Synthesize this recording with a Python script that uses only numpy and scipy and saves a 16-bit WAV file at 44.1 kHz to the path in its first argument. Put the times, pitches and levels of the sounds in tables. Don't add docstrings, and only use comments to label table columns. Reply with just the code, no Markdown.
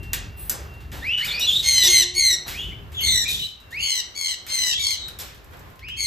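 import sys
import numpy as np
from scipy import signal
from scipy.fft import rfft, irfft, next_fast_len
from scipy.io import wavfile
from scipy.ndimage import map_coordinates

SR = 44100
rng = np.random.default_rng(int(sys.argv[2]) if len(sys.argv) > 2 else 0)


def digitize_waveform(pressure):
    field = np.atleast_2d(pressure).T
    bounded = np.clip(field, -1, 1)
    quanta = np.round(bounded * 32767).astype(np.int16)
    wavfile.write(sys.argv[1], SR, quanta)


def ratio_of_db(decibels):
    return 10 ** (np.asarray(decibels, float) / 20)


N = 267334
TURN_S = 2.7
LEFT_RIGHT = np.array([[0.5], [-0.5]])

# time_s, level_db
TRAFFIC = [(0.0, -31.5), (0.5, -40.5), (0.54, -38), (0.57, -40.5), (1.04, -36.5), (1.23, -49),
           (1.55, -36.5), (2.45, -46), (2.67, -33), (2.88, -39), (3.41, -38), (3.59, -56.5), (3.83, -40.5),
           (3.9, -57.5), (4.59, -51.5), (4.62, -43), (4.71, -49), (6.06, -44.5)]
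# freq_hz, level_db (per Hz)
RUMBLE = [(15, -31), (25, -24), (47, -1), (70, 2), (136, -8), (220, -17.5), (320, -21.5), (420, -18.5),
          (700, -120)]
# freq_hz, level_db (per Hz)
WASH = [(180, -3.5), (400, -2), (1400, -5), (3400, -15.5), (5500, -23), (8500, -28.5), (10700, -21),
        (12700, -22.5), (14200, -21.5), (16000, -24)]
# start_s, length_s, level_db
SHUFFLES = [
    (0.114, 0.39, -49.5),
    (0.496, 0.43, -47),
    (0.92, 0.53, -44.5),
    (1.258, 0.64, -47.5),
    (2.455, 0.27, -45.5),
    (3.0, .35, -60),
    (5.19, 0.42, -52.5),
    (5.519, .12, -52.5),
]
# start_s, peak_db, low_knock_db (against the peak), t60_s
KNOCKS = [(0.0313, -40.5, -0.5, 0.074), (0.1324, -11.5, -8, 0.06), (0.4958, -8.5, -23.5, 0.087),
          (0.7382, -49.5, 0, 0.072), (0.805, -51, 6.5, 0.11), (0.9173, -37, 1, 0.23),
          (1.1767, -39.5, 8.5, 0.33), (1.2471, -23, -3, 0.2), (1.3962, -21, -18.5, 0.22),
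          (2.4803, -26.5, -1, 0.17), (2.9193, -43, -3, 0.72), (3.602, -46.5, -9, 0.1145),
          (4.4657, -32, -2, 0.21), (5.0829, -26, -6.5, 0.036), (5.1881, -26.5, -10.5, 0.3),
          (5.3472, -43, -6.5, 0.065), (5.3781, -56, 11, 0.011), (5.4445, -43.5, -36, 0.062),
          (5.475, -62, -8, 0.11), (5.5104, -49, -10, 0.067), (5.5342, -56.5, 12, 0.012),
          (5.5702, -44, -17, 0.05), (5.5927, -41.5, -33.5, 0.087), (5.7004, -48, -12, 0.082),
          (5.7572, -47, -10, 0.049), (5.7924, -51.5, 13, 0.025), (5.8852, -50, 19, 0.03)]
# freq_hz, level_db, t60_s
SHEET_MODES = [(1440, -2, 0.21), (2412, -42, 0.13), (4010, -4, 0.13), (5000, -3.5, 0.26), (5900, -6, 0.16),
               (8300, -8, 0.43), (11600, -10, 0.077), (13740, -6.5, 0.12), (15000, 4, 0.016)]
# start_s, freq_hz, level_db, t60_s
PINGS = [
    (3.3, 7900, -36, 0.2),
    (3.008, 11790, -28, .3),
    (.134, 13900, -31, 0.072),
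]
# start_s, length_s, level_db
SQUEAK = (.36, 0.19, -44)
# freq_hz, level_db
HINGE_MODES = [(8274, -63), (10847, -53), (12086, -60), (12963, -75), (13937, -63), (14739, -51.5)]
# start_s, length_s, level_db
SCRAPES = [
    (0.912, 0.72, -56.5),
    (1.467, 0.54, -42),
    (1.829, 0.11, -23.5),
    (2.463, 0.32, -47.5),
    (3.7, 0.17, -56.5),
    (3.273, 0.27, -37),
    (5.194, 0.063, -35),
]
# freq_hz, level_db (per Hz)
SCRAPE_COLOUR = [(250, -7.5), (1400, -9), (2400, 0.5), (3500, 8.5), (6000, 7), (9600, 4.5), (10700, 8),
                 (12700, 7), (15500, -11)]
# start_s, length_s, top_pitch_hz, level_db
WHISTLES = [
    (1.005, .24, 2956, -28),
    (2.495, 0.26, 3027, -39.5),
    (3.703, 0.25, 3040, -32.5),
    (5.792, 0.25, 3170, -41.5),
]
# start_s, length_s, from_hz, to_hz, level_db
CHATTER = [(1.197, 0.067, 1626, 2582, -32.5), (1.27, 0.15, 2210, 2570, -36), (1.27, 0.064, 3690, 3500, -29),
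           (1.388, .1, 2877, 2910, -34), (1.399, 0.077, 3630, 4080, -26), (1.456, 0.081, 3640, 3168, -23),
           (1.513, .1, 3436, 3923, -25.5), (1.811, 0.093, 3980, 3340, -26), (2.565, 0.086, 3056, 3460, -37),
           (2.7, 0.048, 1910, 2460, -47), (2.966, 0.089, 3073, 3060, -34), (3.048, .13, 3655, 3670, -27.5),
           (3.236, 0.09, 2354, 2550, -38), (3.263, 0.11, 3870, 3420, -32.5), (3.361, 0.11, 3600, 3990, -36),
           (3.38, 0.077, 3030, 2980, -37.5), (4.709, .12, 2964, 3830, -30.5),
           (4.963, 0.14, 3900, 3810, -42.5), (1.197, 0.076, 3860, 4900, -39.5),
           (1.287, 0.094, 3990, 4830, -38.5), (1.374, 0.1, 5400, 5930, -37), (1.842, 0.07, 4990, 6920, -24),
           (5.845, 0.152, 2593, 2606, -49), (2.932, 0.15, 3450, 3370, -39.5)]
# start_s, length_s, first_pitch_hz, level_db, end_half_tone_db (against the voice)
STEADY_SQUAWKS = [
    (1.615, 0.28, 2182, -20, -10.5),
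    (1.855, 0.19, 2157, -15.5, -12.5),
    (4.47, .28, 2157, -25.5, -3.5),
]
# start_s, length_s, first_pitch_hz, level_db, end_half_tone_db (against the voice)
SHAKY_SQUAWKS = [
    (2.13, 0.23, 2267, -19, -20.5),
    (2.995, 0.26, 2232, -23.5, -24.5),
    (3.78, 0.24, 2306, -27.5, -4),
    (4.135, 0.22, 2306, -29.5, -3),
    (4.765, .2, 2324, -27.5, 1),
    (5.955, 0.3, 2286, -26.5, -10.5),
]
# freq_hz, level_db
THROAT = [(1000, -17.5), (2100, -11.5), (3100, -2), (4200, -3), (6300, -7), (8400, -11.5), (10500, -14.5),
          (12600, -24), (15000, -22.5)]
# start_s, length_s, pitch_hz, root_db, third_harmonic_db
HORNS = [
    (1.824, 0.69, 357.4, -33, -46.5),
    (5.646, 0.48, 349, -66, -49.5),
]
# freq_hz, t60_s
WALLS = [(300, 0.11), (2000, 0.47), (5000, 0.44), (14000, 0.11)]
# freq_hz, facing_cage_share, turned_away_share
APART = [(100, 0.88, 0.98), (796, 0.16, 0.81), (1670, 1, 1), (2440, 0.42, 1), (6050, .25, 1),
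         (7500, 0.12, 1), (9000, 0.24, 0.013)]
# freq_hz, left_minus_right_db
SIDES = [(600, 0.5), (1600, -3), (2200, 0.5)]
# freq_hz, right_lead_half_turns
LEAD = [(400, 0), (1500, .6), (2000, -.3), (3500, -.12), (5000, 0), (5800, .25), (7000, 0), (8500, .5),
        (9400, 1), (10300, 1), (11300, 1.5), (12200, 2), (13300, 2), (14300, 2.5), (15000, 3)]


def unit(x):
    return x / np.sqrt(np.mean(x ** 2) + 1e-20)


def along(points, hz):
    f, v = np.transpose(points)
    return np.interp(np.log(hz + 1), np.log(f + 1), v)


def wobble(rate, size=N):
    knots = rng.standard_normal(int(size * rate / SR) + 4)
    return map_coordinates(knots, [np.arange(size) * rate / SR])


def filtered(x, response):
    m = next_fast_len(x.shape[-1] + 8192)
    return irfft(rfft(x, m) * response(np.fft.rfftfreq(m, 1 / SR)), m)[..., :x.shape[-1]]


def noise(spectrum, size=N):
    return unit(filtered(rng.standard_normal(size), lambda hz: ratio_of_db(along(spectrum, hz))))


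def add(out, start_s, x):
    part = out[round(start_s * SR):][:len(x)]
    part += x[:len(part)]


def stroke(length_s, in_s, out_s, fade_db):
    t = np.arange(round(length_s * SR)) / SR
    edges = (1 - np.exp(-t / in_s)) ** 2 * (1 - np.exp((t - length_s) / out_s))
    return t, edges * ratio_of_db(-fade_db * t / length_s)


def sweep(hz):
    return 2 * np.pi * np.cumsum(hz) / SR


def cricket():
    out, length_s = np.zeros(N), 3.9
    t, gain = stroke(length_s, 0.0011, 0.12, fade_db=2.4 * length_s)
    level_db = -53.5 + 4.5 * wobble(8.1, size=len(t))
    add(out, 0, gain * ratio_of_db(level_db) * np.sin(2 * np.pi * 2738 * t + 0.89 * wobble(49, size=len(t))))
    return out


def street():
    rumble_db = np.interp(np.arange(N) / SR, *np.transpose(TRAFFIC))
    wash_gain = ratio_of_db(-58 + 0.067 * (rumble_db - rumble_db.mean()))
    for start_s, length_s, db in SHUFFLES:
        t, gain = stroke(length_s, 0.0083, 0.03, fade_db=29)
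        add(wash_gain, start_s, ratio_of_db(db) * gain)
    shared = noise(RUMBLE) * ratio_of_db(2.2 * wobble(9))
    rumble = unit(shared + 0.38 * np.array([noise(RUMBLE), noise(RUMBLE)]))
    wash = unit(0.5 * noise(WASH) + np.array([noise(WASH), noise(WASH)]))
    return ratio_of_db(rumble_db) * rumble + wash_gain * ratio_of_db(7 + 2.2 * wobble(5.46)) * wash


def knocks():
    out, t = np.zeros(N), np.arange(SR // 3) / SR
    for start_s, db, low_db, t60_s in KNOCKS:
        bright = noise([(1500, -34), (5000, -11.5), (8000, -5.5), (14000, -4), (16000, -18.5)], size=len(t))
        dull = noise([(150, 6), (500, -28), (1500, 4), (3500, 3), (7000, -7)], size=len(t))
        ring = np.zeros(len(t))
        for hz, mode_db, mode_t60_s in SHEET_MODES:
            mode_db = mode_db + rng.normal(0, 3)
            ring += ratio_of_db(mode_db - 60 * t / mode_t60_s) * np.sin(2 * np.pi * hz * t)
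        crack = 0.9 * ratio_of_db(-60 * t / 0.01)
        fade = ratio_of_db(-60 * t / max(t60_s, 0.01))
        hit = bright * (crack + 0.99 * fade)
        hit += ratio_of_db(low_db + 5.5) * dull * np.sqrt(fade)
        hit += 0.057 * fade * unit(ring)
        add(out, start_s, ratio_of_db(db - 9.5) * hit)
    return out


def pings():
    out, t = np.zeros(N), np.arange(SR // 8) / SR
    for start_s, hz, db, t60_s in PINGS:
        tone = np.sin(2 * np.pi * hz * t + 0.6 * wobble(200, size=len(t)))
        add(out, start_s, ratio_of_db(db - 60 * t / t60_s) * tone)
    return out


def hinge():
    out = np.zeros(N)
    start_s, length_s, db = SQUEAK
    t, gain = stroke(length_s, 0.017, 0.004, fade_db=13)
    n = len(t)
    top_db = max(mode_db for _, mode_db in HINGE_MODES)
    squeak = ratio_of_db(db + 1) * noise([(3500, 2), (7000, -8.5), (11000, -5), (15500, 3.5)], size=n)
    for hz, mode_db in HINGE_MODES:
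        level_db = db + mode_db - top_db + 8 + 3.2 * wobble(87, size=n)
        squeak += ratio_of_db(level_db) * np.sin(2 * np.pi * hz * t + 1.6 * wobble(440, size=n))
    add(out, start_s, gain * squeak)
    return out


def scrapes():
    out = np.zeros(N)
    for start_s, length_s, db in SCRAPES:
        t, gain = stroke(length_s, 0.0062, 0.034, fade_db=27.5)
        grain = ratio_of_db(2.5 * wobble(400, size=len(t)))
        add(out, start_s, gain * ratio_of_db(db + 10) * unit(grain * noise(SCRAPE_COLOUR, size=len(t))))
    return out


def hoarse(hz, octave_db, rough):
    n = len(hz)
    phase = sweep(hz * (1 + 0.05 * rough * wobble(350, size=n)))
    breath = 0.5 * rough * wobble(1200, size=n)
    strength = ratio_of_db(6.34 * rough * wobble(107.7, size=n)) + breath
    return 2.35 * strength * (np.sin(phase) + ratio_of_db(octave_db) * np.sin(2 * phase))


def whistles():
    out, from_hz, climb_s = np.zeros(N), 1500, 0.16
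    for start_s, length_s, top_hz, db in WHISTLES:
        t, gain = stroke(length_s, 0.07, 0.036, fade_db=10.5)
        climb = np.sin(np.pi / 2 * np.minimum(t / climb_s, 1))
        tone = hoarse(from_hz + (top_hz - from_hz) * climb, octave_db=-1 - 32 * climb, rough=0.44)
        add(out, start_s, gain * ratio_of_db(db + 9.5) * tone)
    return out


def chatter():
    out = np.zeros(N)
    for start_s, length_s, from_hz, to_hz, db in CHATTER:
        t, gain = stroke(length_s, 0.013, 0.018, fade_db=-2.5)
        tone = hoarse(from_hz + (to_hz - from_hz) * t / length_s, octave_db=-20, rough=0.55)
        add(out, start_s, gain * ratio_of_db(db) * tone)
    return out


def squawks(calls, sag_hz_per_s, droop_hz, shake, breath_db):
    out, gasp_s = np.zeros(N), 0.03
    for start_s, length_s, first_hz, db, end_half_db in calls:
        t, gain = stroke(length_s, 0.022, 0.02, fade_db=1)
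        n = len(t)
        scoop = 600 * np.exp(-t / 0.009)
        droop = droop_hz * np.exp((t - length_s) / 0.012)
        hz = first_hz - sag_hz_per_s * t - scoop - droop
        tremble = shake * np.sin(sweep(85 * (1 + 0.263 * wobble(30.03, size=n))))
        phase = sweep(hz * (1 + 0.014 * tremble + 0.018 * wobble(450, size=n)))
        gasp = np.exp(-t / gasp_s)
        voice = ratio_of_db(breath_db + 14 * gasp) * noise(THROAT, size=n)
        flutter_db = 2.8 * (0.5 * tremble + wobble(400.3, size=n))
        half_db = end_half_db - 7 * (1 - t / length_s) + 3.5 * wobble(19.3, size=n)
        for k in np.arange(1, 15) / 2:
            level_db = along(THROAT, k * hz) + 0.5 * np.log2(k / 2)
            level_db += flutter_db + 2 * wobble(42.65, size=n)
            if k % 1 > 0:
                level_db += half_db - 6 * abs(np.log2(2 * k / 3))
            tone = np.sin(k * phase + rng.uniform(0, 2 * np.pi))
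            voice += (1 - gasp) * ratio_of_db(level_db) * tone * (k * hz < 16000)
        add(out, start_s, gain * ratio_of_db(db + 6) * voice)
    return out


def horns():
    out = np.zeros(N)
    for start_s, length_s, hz, root_db, third_db in HORNS:
        t, gain = stroke(length_s, 0.0168, 0.03, fade_db=28)
        phase = 2 * np.pi * hz * t + 0.63 * wobble(22, size=len(t))
        tone = ratio_of_db(root_db) * (np.sin(phase) + 0.18 * np.sin(2 * phase)) + ratio_of_db(third_db) * np.sin(3 * phase)
        add(out, start_s, gain * ratio_of_db(4.1 * wobble(31.1, size=len(t))) * tone)
    return out


def walls(x, alike):
    hz, t, z = signal.stft(rng.standard_normal((3, SR // 2)), SR, nperseg=256)
    decay = ratio_of_db(-60 * t / along(WALLS, hz)[:, None])
    tail = signal.istft(z * decay, SR, nperseg=256)[1]
    pair = alike * tail[0] + (1 - alike) * tail[1:]
    late = np.pad(x, (250, 0))[None]
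    return signal.fftconvolve(late, pair / np.linalg.norm(pair[0]), axes=1)[:, :N]


def turned():
    return np.clip((np.arange(N) / SR - TURN_S) * 4 + 0.5, 0, 1)


def aside(x, lag_s, left_db):
    def ports(hz):
        band = along([(1500, 0), (3500, 0.066), (5500, 0.69), (7000, 0)], hz)
        lag = np.exp(-2j * np.pi * LEFT_RIGHT * lag_s * np.clip(hz - 2000, 0, 4800))
        return ratio_of_db(LEFT_RIGHT * left_db * band) * lag
    return filtered(x, ports)


def scene():
    birds = whistles() + chatter()
    birds += squawks(STEADY_SQUAWKS, sag_hz_per_s=910, droop_hz=432, shake=0.65, breath_db=-18)
    birds += squawks(SHAKY_SQUAWKS, sag_hz_per_s=1500, droop_hz=200, shake=1.63, breath_db=-28)
    handling = knocks() + pings() + hinge() + scrapes()
    away = turned()
    heard = (1 - away) * birds + away * aside(birds, lag_s=1 / 2400, left_db=11.5)
    echoes = ratio_of_db(-8) * walls(birds, alike=0.4) + ratio_of_db(-3) * walls(handling, alike=0.42)
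    return heard + handling + echoes + cricket() + street() + horns()


def roll_off(x):
    return signal.sosfilt(signal.butter(12, 16290, fs=SR, output="sos"), x)


def record(dry):
    hz_at, facing, away = np.transpose(APART)
    mid, side = (dry[0] + dry[1]) / 2, (dry[0] - dry[1]) / 2
    side_facing = filtered(side, lambda hz: along(np.c_[hz_at, facing], hz))
    side_away = filtered(side, lambda hz: along(np.c_[hz_at, away], hz))
    side = (1 - turned()) * side_facing + turned() * side_away

    def ports(hz):
        phase = np.exp(-1j * np.pi * LEFT_RIGHT * along(LEAD, hz))
        return ratio_of_db(LEFT_RIGHT * along(SIDES, hz)) * phase * (hz < 16200)
    wide = filtered(np.array([mid + side, mid - side]), ports)
    ceiling = 0.95
    wide = wide / (1 + (wide / ceiling) ** 4) ** 0.25
    return roll_off(wide)


dry = scene()
out = record(dry)
digitize_waveform(out)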